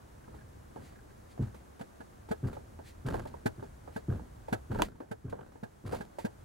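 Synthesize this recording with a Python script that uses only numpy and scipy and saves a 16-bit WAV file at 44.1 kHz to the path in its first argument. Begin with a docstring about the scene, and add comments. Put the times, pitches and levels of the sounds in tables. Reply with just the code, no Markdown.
"""Ratchet wrench on a stiff bolt

A wrench winds the bolt of a puller on an engine block, close by in a small garage. Each stroke is an impact
that rings bench modes in a dull thump, while noise of random micro-slips makes the thread shudder and grind.
The block drops back with a modal knock and a rattle; the wrench clacks in its play, bright slips tick and
the glove swishes. Once the loaded steel lets go with a sharp crack: a single blow on the puller's modes.
Filtered noise gives the room's rumble and the hiss, and a sine a thin electronic whine."""
import sys
import numpy as np
from scipy import signal
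from scipy.fft import rfft, irfft, next_fast_len
from scipy.io import wavfile
from scipy.ndimage import uniform_filter1d

SR = 44100
rng = np.random.default_rng(int(sys.argv[2]) if len(sys.argv) > 2 else 0)


def wrap_up_sound(samples):
    """Save the sound to the file named by the first command line argument, as 16-bit audio."""
    columns = np.atleast_2d(samples).T
    # keep every value between -1 and 1, then stretch to whole-number steps
    tamed = np.clip(columns, -1, 1)
    steps = np.round(tamed * 32767).astype(np.int16)
    wavfile.write(sys.argv[1], SR, steps)


N = 284312  # length in samples
HIT_TIME = np.arange(2 ** 14) / SR  # time axis of one impact, s

# Pushes on the wrench. Each row: start in seconds, time held in seconds, then the levels of
# thump, shudder, grinding and grit in dB.
STROKES = [(0.278, .06, -58, -54.5, -64, -87), (0.76, 0.042, -47, -51, -58, -84),
           (1.398, .02, -28, -42.5, -52, -66.5), (2.434, 0.04, -28, -42, -49.5, -69),
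           (3.052, 0.1, -32, -37.5, -42.5, -58.5), (3.582, 0.018, -40, -56, -57.5, -73),
           (4.088, 0.051, -26.5, -41, -49.5, -68.5), (4.703, 0.12, -32, -37, -43, -61),
           (5.248, 0.077, -31, -45, -54.5, -88), (5.37, 0.035, -53, -57, -53.5, -93),
           (5.844, .11, -32.5, -43, -45.5, -58)]
# The block drops back and rattles. Each row: start in seconds, level, rattle level and treble level in dB.
KNOCKS = [(1.807, -39.5, -49, -59.5), (2.002, -48.5, -52, -65), (2.309, -31.5, -39, -50),
          (3.456, -26.5, -37, -45), (3.959, -36.5, -44, -56.5), (4.524, -28, -36, -44.5),
          (5.11, -33.5, -40, -50.5), (5.63, -34.5, -46.5, -57.5), (6.004, -36.5, -44.5, -56),
          (6.246, -29, -40, -51)]
# Wrench and socket close their play. Each row: start in seconds, level in dB, treble level in dB.
CLACKS = [(0.278, -53.5, -86), (0.341, -56, -85), (0.76, -46, -72), (1.377, -51, -88), (1.544, -53.5, -64),
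          (1.794, -52, -63), (2.288, -48.5, -62.5), (2.529, -50, -61.5), (2.568, -44.5, -81.5),
          (2.79, -46.5, -87), (3.142, -34, -63), (3.253, -44, -71), (3.34, -47.5, -72), (3.625, -44.5, -74),
          (3.876, -48.5, -74), (4.194, -49.5, -85), (4.483, -43.5, -63.5), (4.718, -46, -64),
          (4.755, -39, -65), (4.795, -31, -73), (5.003, -36.5, -69), (5.326, -36.5, -79), (5.39, -48, -75),
          (5.555, -48.5, -80), (5.93, -32.5, -54), (5.945, -43, -52), (6.185, -37.5, -52.5)]
# Dry ticks from the thread. Each row: start in seconds, level in dB.
TICKS = [(1.4226, -64), (2.471, -58), (3.063, -53.5), (3.272, -60), (4.8468, -46.5), (5.2976, -56.5),
         (5.8643, -54), (5.921, -52)]
# The loaded steel lets go. Each row: start in seconds, level in dB.
CRACKS = [(4.8206, -15.5)]
# The glove slides on the handle. Each row: middle in seconds, half length in seconds, level in dB.
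GLOVE_SLIDES = [(0.86, 0.053, -64.5), (1.317, 0.021, -65.5), (2.883, 0.035, -59), (3.963, 0.039, -64)]

# Modes of the rocking bench, the dropping block, its rattle, the wrench and the puller.
# Each row: frequency in Hz, relative gain in dB, decay time t60 in seconds.
BENCH_MODES = [(65, -17.5, 0.9), (98.3, -7, 0.18), (124.6, -0.5, 0.055), (204, -8.5, 0.077),
               (255.6, -10, 0.052), (397, -9, 0.059), (427, -10.5, 0.03)]
BLOCK_MODES = [(109.4, -18, 0.12), (203.4, 0, 0.026), (250, -2.5, 0.039), (395, -20.5, 0.0099)]
RATTLE_MODES = [(444, 1, 0.036), (646, 0, 0.033), (831, 5.5, 0.02), (1298, -4.5, 0.045), (1540, 6.5, 0.019),
                (1704, -1, 0.042), (2230, -6.5, 0.0037)]
WRENCH_MODES = [(265, -10.5, 0.049), (495, -4, 0.02), (543, 1.5, 0.0091), (910, -1, 0.019),
                (952, -6, 0.022), (1254, -9.5, 0.012), (1670, -19, 0.012)]
PULLER_MODES = [(300, 1.5, 0.013), (510, -7, 0.013), (630, -8, 0.022), (767, 2.5, 0.014), (970, 3, 0.02),
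                (1470, -5.5, 0.012), (2410, -10, 0.017), (3030, -9, 0.021), (3350, -9.5, 0.019),
                (4070, -32, 0.0048), (6250, -8, 0.0056), (8900, -23, .008)]

# Spectra of the crowd of heavily damped casting modes, of the bright contact noise, and of the thread's
# shudder, grind and bass sway. Each row: frequency in Hz, relative density in dB per Hz.
CASTING_SPECTRUM = [(120, -19.5), (280, 9.5), (500, 6), (900, 4.5), (1200, -10), (1650, -3.5),
                    (2000, -21.5), (3000, -26), (4500, -30), (8000, -37)]
CONTACT_SPECTRUM = [(900, -13), (1900, 12), (2800, 4), (4500, 6), (5500, -1), (7000, 1), (10500, -1.5),
                    (13000, -6.5), (16000, -8.5)]
SHUDDER_SPECTRUM = [(20, -38), (35, -15), (50, -7.5), (68, 0.5), (125, -4), (170, -5), (240, -4.5),
                    (380, -18.5), (600, -27.5), (1200, -71.5)]
GRIND_SPECTRUM = [(150, -22.5), (350, 0.5), (600, -4), (900, -8.5), (1200, -10), (1600, -9), (2000, -29),
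                  (3000, -26.5), (6000, -64)]
SWAY_SPECTRUM = [(12, -25), (25, 8), (36, 9), (60, -10), (150, -50)]
# Spectra of the room noise in mid and side. Each row: frequency in Hz, relative density in dB per Hz.
ROOM_MID_SPECTRUM = [(12, -31), (20, -11.5), (74, 0.5), (142, -7.5), (172, -16), (210, -11.5), (277, -20),
                     (310, -17.5), (472, -23.5), (513, -23.5), (1330, -30), (1610, -30.5), (2600, -39.5),
                     (5000, -43.5), (6360, -41), (11000, -44), (16000, -51.5)]
ROOM_SIDE_SPECTRUM = [(12, -48), (20, -12.5), (81, -11), (154, -15.5), (177, -2), (228, -8.5), (270, -24),
                      (319, -5), (459, -7.5), (759, -10.5), (825, -11.5), (1260, -14.5), (2670, -32),
                      (10500, -35.5), (16000, -40)]
# Level of the low rumble. Each row: time in seconds, level in dB.
RUMBLE_LEVEL = [(0, -57.5), (.5, -53.5), (1.1, -56), (1.85, -64.5), (2.4, -52.5), (3.3, -52), (3.8, -53.5),
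                (4.8, -52), (5.3, -59), (6, -60.5), (6.45, -54.5)]
# Stereo width, greatest in the midrange. Each row: frequency in Hz, side over mid in dB.
WIDTH = [(40, -25), (120, -6), (230, -9), (450, 5.5), (800, -1.5), (1600, -4), (2600, -3.5), (5000, -12),
         (9000, -4), (16000, -4)]
# Phase lead of the side signal for a source to the right. Each row: frequency in Hz, lead in radians.
SIDE_LEAD = [(120, 0.69), (260, 0.37), (500, 1.67), (900, 0.4), (1600, 0.78), (2500, 1.9), (16000, 0.78)]

# The load comes on, builds while the push is held, then eases; the thread creeps on a little longer.
ATTACK_S, BUILD_DB_PER_S = 0.012, 33
SHUDDER_RELEASE_S, GRIND_RELEASE_S, GRIT_RELEASE_S = 0.079, 0.052, 0.065
CREEP_DB, CREEP_S = -16, 0.22
SLIP_LAG_S = 0.005  # grit starts to crackle just after the block has taken the load
SWAY_DB = -38.5  # bass sway of the bench where the shudder is strongest
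# Faint clacks follow each push at random as the load eases.
SETTLE_WITHIN_S, SETTLE_DB, SETTLE_TREBLE_DB = 0.15, -56.5, -71
# Light touches ring the socket before the first hard push, while the wrench is still slack.
PING_COUNT, PING_DB, SLACK_S = 6, -62, 1.3
ROOM_DB, ROOM_SIDE_DB = -51.5, -59  # the mid's lows are later reset to RUMBLE_LEVEL
WHINE_HZ, WHINE_DB = 15734, -91
# The limiter ducks at once and recovers slowly.
LIMIT_DB, RECOVER_DB_PER_S = -24.5, 3.5
CUTOFF_HZ = 15900


def thumps():
    """Impact excitation of low modes: each push rocks block and bench, which tip and fall back more weakly."""
    out = np.zeros((2, N))
    for start, _, db, *_ in STROKES:
        for delay, weaker_db, contact_hz in [(0, 0, 348), (0.023, -5.5, 483)]:
            force = blow(near_db=-7, near_t60=0.1, room_db=-11, room_t60=0.35, bounce_s=0.008, keep=0.55, count=2)
            swing = loudest_one(ring(soften(force, contact_hz), BENCH_MODES, vary_db=1.0))
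            # the swing takes a moment to build up
            add(out, start + delay - 0.004, from_db(db + weaker_db) * swing)
    return out


def thread():
    """Stick-slip friction: the loaded thread creeps in tiny slips that shudder, grind, crackle and sway."""
    # slips come in clumps of a few milliseconds
    slow_noise = rms_one(soften(rng.standard_normal(N), contact_hz=90))
    clumps = rms_one(from_db(4 * slow_noise))
    shudder = rms_one(colour(grains(per_s=1600, spread_db=0.5), SHUDDER_SPECTRUM))
    grind = rms_one(colour(clumps * grains(per_s=1400, spread_db=1.5), GRIND_SPECTRUM))
    grit = rms_one(colour(clumps * grains(per_s=10000, spread_db=-3.0), CONTACT_SPECTRUM))
    sway = rms_one(colour(rng.standard_normal((2, N)), SWAY_SPECTRUM))

    shudder_level, grind_level, grit_level = np.zeros((3, N))
    for start, held, _, shudder_db, grind_db, grit_db in STROKES:
        shudder_level += from_db(shudder_db) * load(start, held, SHUDDER_RELEASE_S)
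        grind_level += from_db(grind_db) * load(start, held, GRIND_RELEASE_S)
        grit_level += from_db(grit_db) * load(start + SLIP_LAG_S, held, GRIT_RELEASE_S)
    # the sway grows with the square of the shudder's level
    sway_level = from_db(SWAY_DB) * (shudder_level / shudder_level.max()) ** 2
    return shudder_level * shudder + grind_level * grind + grit_level * grit + sway_level * sway


def load(start, held, release_s):
    """Loading and relaxation of one push: attack, slow build to 1, exponential release and lingering creep."""
    t = np.arange(N) / SR - start
    building = np.clip(t / ATTACK_S, 0, 1) * from_db(BUILD_DB_PER_S * np.minimum(t - held, 0))
    after = np.maximum(t - held, 0)
    creep = from_db(CREEP_DB) * np.exp(-after / CREEP_S)
    return building * np.maximum(np.exp(-after / release_s), creep)


def grains(per_s, spread_db):
    """Shot noise: random micro-slips of uneven size and either sign, at shared instants in mid and side."""
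    unevenness = np.minimum(rng.exponential(1, (2, N)), 4)
    sizes = from_db(spread_db * unevenness) * rng.choice([-1, 1], (2, N))
    return sizes * (rng.random(N) < per_s / SR)


def knocks():
    """Repeated impact: the block lands dully on its modes, and loose steel chatters in five waning touches."""
    out = np.zeros((2, N))
    for start, db, rattle_db, treble_db in KNOCKS:
        landing = blow(near_db=-9, near_t60=0.04, room_db=-15, room_t60=0.2)
        block = loudest_one(ring(soften(landing, contact_hz=450), BLOCK_MODES, vary_db=2.3))
        add(out, start - 0.001, from_db(db) * block)

        chatter = blow(near_db=4, near_t60=0.03, room_db=-11, room_t60=0.14, bounce_s=0.0046, keep=0.7, count=5)
        steel = loudest_one(ring(soften(chatter, contact_hz=2500), RATTLE_MODES, vary_db=0.5))
        casting = loudest_one(colour(scatter(t60=0.13), CASTING_SPECTRUM))
        add(out, start + 0.003, from_db(rattle_db) * (steel + from_db(-3) * casting))

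        # every touch also crushes a little grit
        strength = np.sqrt(np.abs(uniform_filter1d(chatter[0] ** 2, size=66)))
        pressure = strength * (1 - np.exp(-HIT_TIME / 0.0023))
        crunch = pressure * rng.standard_normal(chatter.shape)
        add(out, start + 0.002, from_db(treble_db) * loudest_one(colour(crunch, CONTACT_SPECTRUM)))
    return out


def clacks():
    """Impact across a clearance: oily steel closes its play in a double touch, and faintly after each push."""
    out = np.zeros((2, N))
    settling = [(start + held + SETTLE_WITHIN_S * rng.random(), SETTLE_DB, SETTLE_TREBLE_DB)
                for start, held, *_ in STROKES]
    for start, db, treble_db in list(CLACKS) + settling:
        force = blow(near_db=2, near_t60=0.035, room_db=-11, room_t60=0.2, bounce_s=0.0023, keep=0.5, count=2)
        steel = loudest_one(ring(soften(force, contact_hz=1570), WRENCH_MODES, vary_db=3.3))
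        casting = loudest_one(colour(scatter(t60=0.16), CASTING_SPECTRUM))
        add(out, start, from_db(db) * (steel + from_db(-6.0) * casting))
        scuff = scatter(t60=0.21) * (1 - np.exp(-HIT_TIME / 0.00037))
        add(out, start, from_db(treble_db) * loudest_one(colour(scuff, CONTACT_SPECTRUM)))
    return out


def cracks():
    """Sudden release of strain: one hard slip sets the whole puller ringing for an instant."""
    out = np.zeros((2, N))
    for start, db in CRACKS:
        force = blow(near_db=-8, near_t60=0.02, room_db=-15, room_t60=0.13)
        steel = loudest_one(ring(force, PULLER_MODES, vary_db=5.5))
        casting = from_db(-12) * loudest_one(colour(scatter(t60=0.078), CASTING_SPECTRUM))
        snap = from_db(-26) * loudest_one(colour(force, CONTACT_SPECTRUM))
        spray = from_db(-20) * loudest_one(colour(scatter(t60=0.09), CONTACT_SPECTRUM))
        add(out, start, from_db(db) * (steel + casting + snap + spray))
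    return out


def ticks():
    """Isolated micro-slip: the thread gives a short bright burst of decaying noise."""
    out = np.zeros((2, N))
    for start, db in TICKS:
        slip = scatter(t60=0.12) * (1 - np.exp(-HIT_TIME / 0.0003))
        add(out, start, from_db(db) * loudest_one(colour(slip, CONTACT_SPECTRUM)))
    return out


def pings():
    """Resonance of a single mode: light touches at random moments ring the socket."""
    out = np.zeros((2, N))
    for start in rng.uniform(0, SLACK_S, PING_COUNT):
        ping = ring(scatter(t60=0.046), [(1627, 0, 0.025)], vary_db=0)
        add(out, start, from_db(PING_DB) * loudest_one(ping))
    return out


def glove():
    """Sliding friction: dense grains swell and fade with the speed of the shifting grip."""
    t = np.arange(N) / SR
    speed = sum(from_db(db) * np.exp(-((t - middle) / half) ** 2) for middle, half, db in GLOVE_SLIDES)
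    return speed * rms_one(colour(grains(per_s=14000, spread_db=0.5), CONTACT_SPECTRUM))


def background():
    """Stationary noise and a pure tone: room rumble of wandering level, microphone hiss, electronic whine."""
    t = np.arange(N) / SR
    mid = from_db(ROOM_DB) * rms_one(colour(rng.standard_normal(N), ROOM_MID_SPECTRUM))
    side = from_db(ROOM_SIDE_DB) * rms_one(colour(rng.standard_normal(N), ROOM_SIDE_SPECTRUM))
    lows = signal.sosfiltfilt(signal.butter(2, 190, fs=SR, output="sos"), mid)
    rumble = from_db(np.interp(t, *np.transpose(RUMBLE_LEVEL))) * rms_one(lows)
    whine = from_db(WHINE_DB) * np.sqrt(2) * np.sin(2 * np.pi * WHINE_HZ * t)
    return np.array([mid - lows + rumble + whine, side])


def blow(near_db, near_t60, room_db, room_t60, bounce_s=0.005, keep=0.0, count=1):
    """Impact and reflection: a contact and its bounces, followed by echoes from the bench and the garage."""
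    touches = np.zeros((1, len(HIT_TIME)))
    gaps = bounce_s * rng.uniform(0.85, 1.15, count)
    instants = ((np.cumsum(gaps) - gaps[0]) * SR).astype(int)
    touches[0, instants] = min(keep, 1) ** np.arange(count)
    # levels and decay times hold before the flattening and fade below
    paths = from_db(near_db) * scatter(near_t60) + from_db(room_db) * scatter(room_t60)
    paths[0, 0] += 1  # the direct path
    paths = flatten_spectrum(paths, room_t60) * np.linspace(1, 0, len(HIT_TIME)) ** 2
    return signal.fftconvolve(touches, paths, axes=1)[:, :len(HIT_TIME)]


def scatter(t60):
    """Diffuse reverberation: a dying cloud of reflections, mid and side, scaled to a mid of energy 1."""
    cloud = rng.standard_normal((2, len(HIT_TIME))) * from_db(-60 * HIT_TIME / t60)
    return cloud / np.sqrt(np.sum(cloud[0] ** 2))


def flatten_spectrum(paths, t60):
    """Many paths together favour no pitch: equalise the magnitudes, keep the phases, and damp the tail."""
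    spectrum = rfft(paths)
    size = np.abs(spectrum) + 1e-12
    flat = irfft(spectrum / size * size.mean(axis=1, keepdims=True))
    return flat * from_db(-20 * HIT_TIME / t60)


def soften(x, contact_hz):
    """Contact compliance: a soft contact passes little above its corner frequency."""
    return signal.sosfilt(signal.butter(2, min(contact_hz, SR / 3), fs=SR, output="sos"), x)


def ring(force, modes, vary_db):
    """Modal superposition: damped resonators of alternating sign, with gains that vary at every strike."""
    out = 0
    for k, (hz, db, t60) in enumerate(modes):
        radius = from_db(-60 / (t60 * SR))
        angle = 2 * np.pi * hz / SR
        gain = from_db(db + vary_db * rng.standard_normal()) * (-1) ** k
        poles = [1, -2 * radius * np.cos(angle), radius * radius]
        out = out + gain * signal.lfilter([1, 0, -1], poles, force)
    return out


def colour(x, spectrum):
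    """Minimum-phase filtering: the folded cepstrum gives a causal filter that follows a table of (Hz, dB)."""
    n = next_fast_len(x.shape[-1] // 2 + 2 ** 11) * 2
    hz, db = np.transpose(spectrum)
    grid = np.maximum(np.fft.rfftfreq(n, 1 / SR), 1)
    cepstrum = irfft(np.log(from_db(np.interp(np.log(grid), np.log(hz), db))))
    cepstrum[1:n // 2] *= 2
    cepstrum[n // 2 + 1:] = 0
    return irfft(rfft(x, n) * np.exp(rfft(cepstrum)))[..., :x.shape[-1]]


def from_db(db):
    """Logarithmic level: decibels to amplitude gain."""
    return 10 ** (np.asarray(db) / 20)


def rms_one(x):
    """Effective value: scale to rms 1."""
    return x / np.sqrt(np.mean(x ** 2) + 1e-20)


def loudest_one(x):
    """Short-time power: scale a mid-side pair so that the loudest 8 ms of its mid have rms 1."""
    return x / np.sqrt(uniform_filter1d(x[0] ** 2, size=353).max() + 1e-20)


def add(out, start_s, x):
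    """Linear superposition: mix a sound in at a time."""
    start = max(round(start_s * SR), 0)
    out[:, start:start + x.shape[1]] += x[:, :N - start]


def placed(x, off_axis, diffuse_db):
    """Stereo level and phase cues: the side of a source to the right is an inverted, phase-turned mid."""
    n = next_fast_len(N)
    lead = np.interp(np.fft.rfftfreq(n, 1 / SR), *np.transpose(SIDE_LEAD))
    direct = -off_axis * irfft(rfft(x[0], n) * np.exp(1j * lead), n)[:N]
    # WIDTH scales both the direct and the diffuse part
    return np.array([x[0], colour(direct + from_db(diffuse_db) * x[1], WIDTH)])


def limiter(x):
    """Gain reduction with slow release: power over the limit turns the gain down, and it creeps back steadily."""
    power = uniform_filter1d(x.mean(axis=0) ** 2, size=353)
    over_db = np.maximum(10 * np.log10(np.maximum(power, 1e-12)) - LIMIT_DB, 0)
    recovered_db = RECOVER_DB_PER_S * np.arange(N) / SR
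    return x * from_db(recovered_db - np.maximum.accumulate(over_db + recovered_db))


def scene():
    """Mid-side stereophony: all sources are summed as mid and side, then turned into left and right."""
    mid, side = (placed(thumps(), off_axis=0.12, diffuse_db=-43)
                 + placed(thread() + ticks() + pings() + glove(), off_axis=0.34, diffuse_db=-1)
                 + placed(knocks(), off_axis=1.24, diffuse_db=4.0)
                 + placed(clacks(), off_axis=1.0, diffuse_db=1.0)
                 + placed(cracks(), off_axis=0.91, diffuse_db=4.5)
                 + background())
    return np.array([mid + side, mid - side])


def record(dry):
    """Band limiting and limiting: the deepest rumble is cut, peaks are ducked, then the top is cut."""
    without_depths = signal.sosfilt(signal.butter(2, 22, "high", fs=SR, output="sos"), dry)
    limited = limiter(without_depths)
    return signal.sosfilt(signal.ellip(10, 0.2, 70, CUTOFF_HZ, fs=SR, output="sos"), limited)


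dry = scene()
out = record(dry)
wrap_up_sound(out)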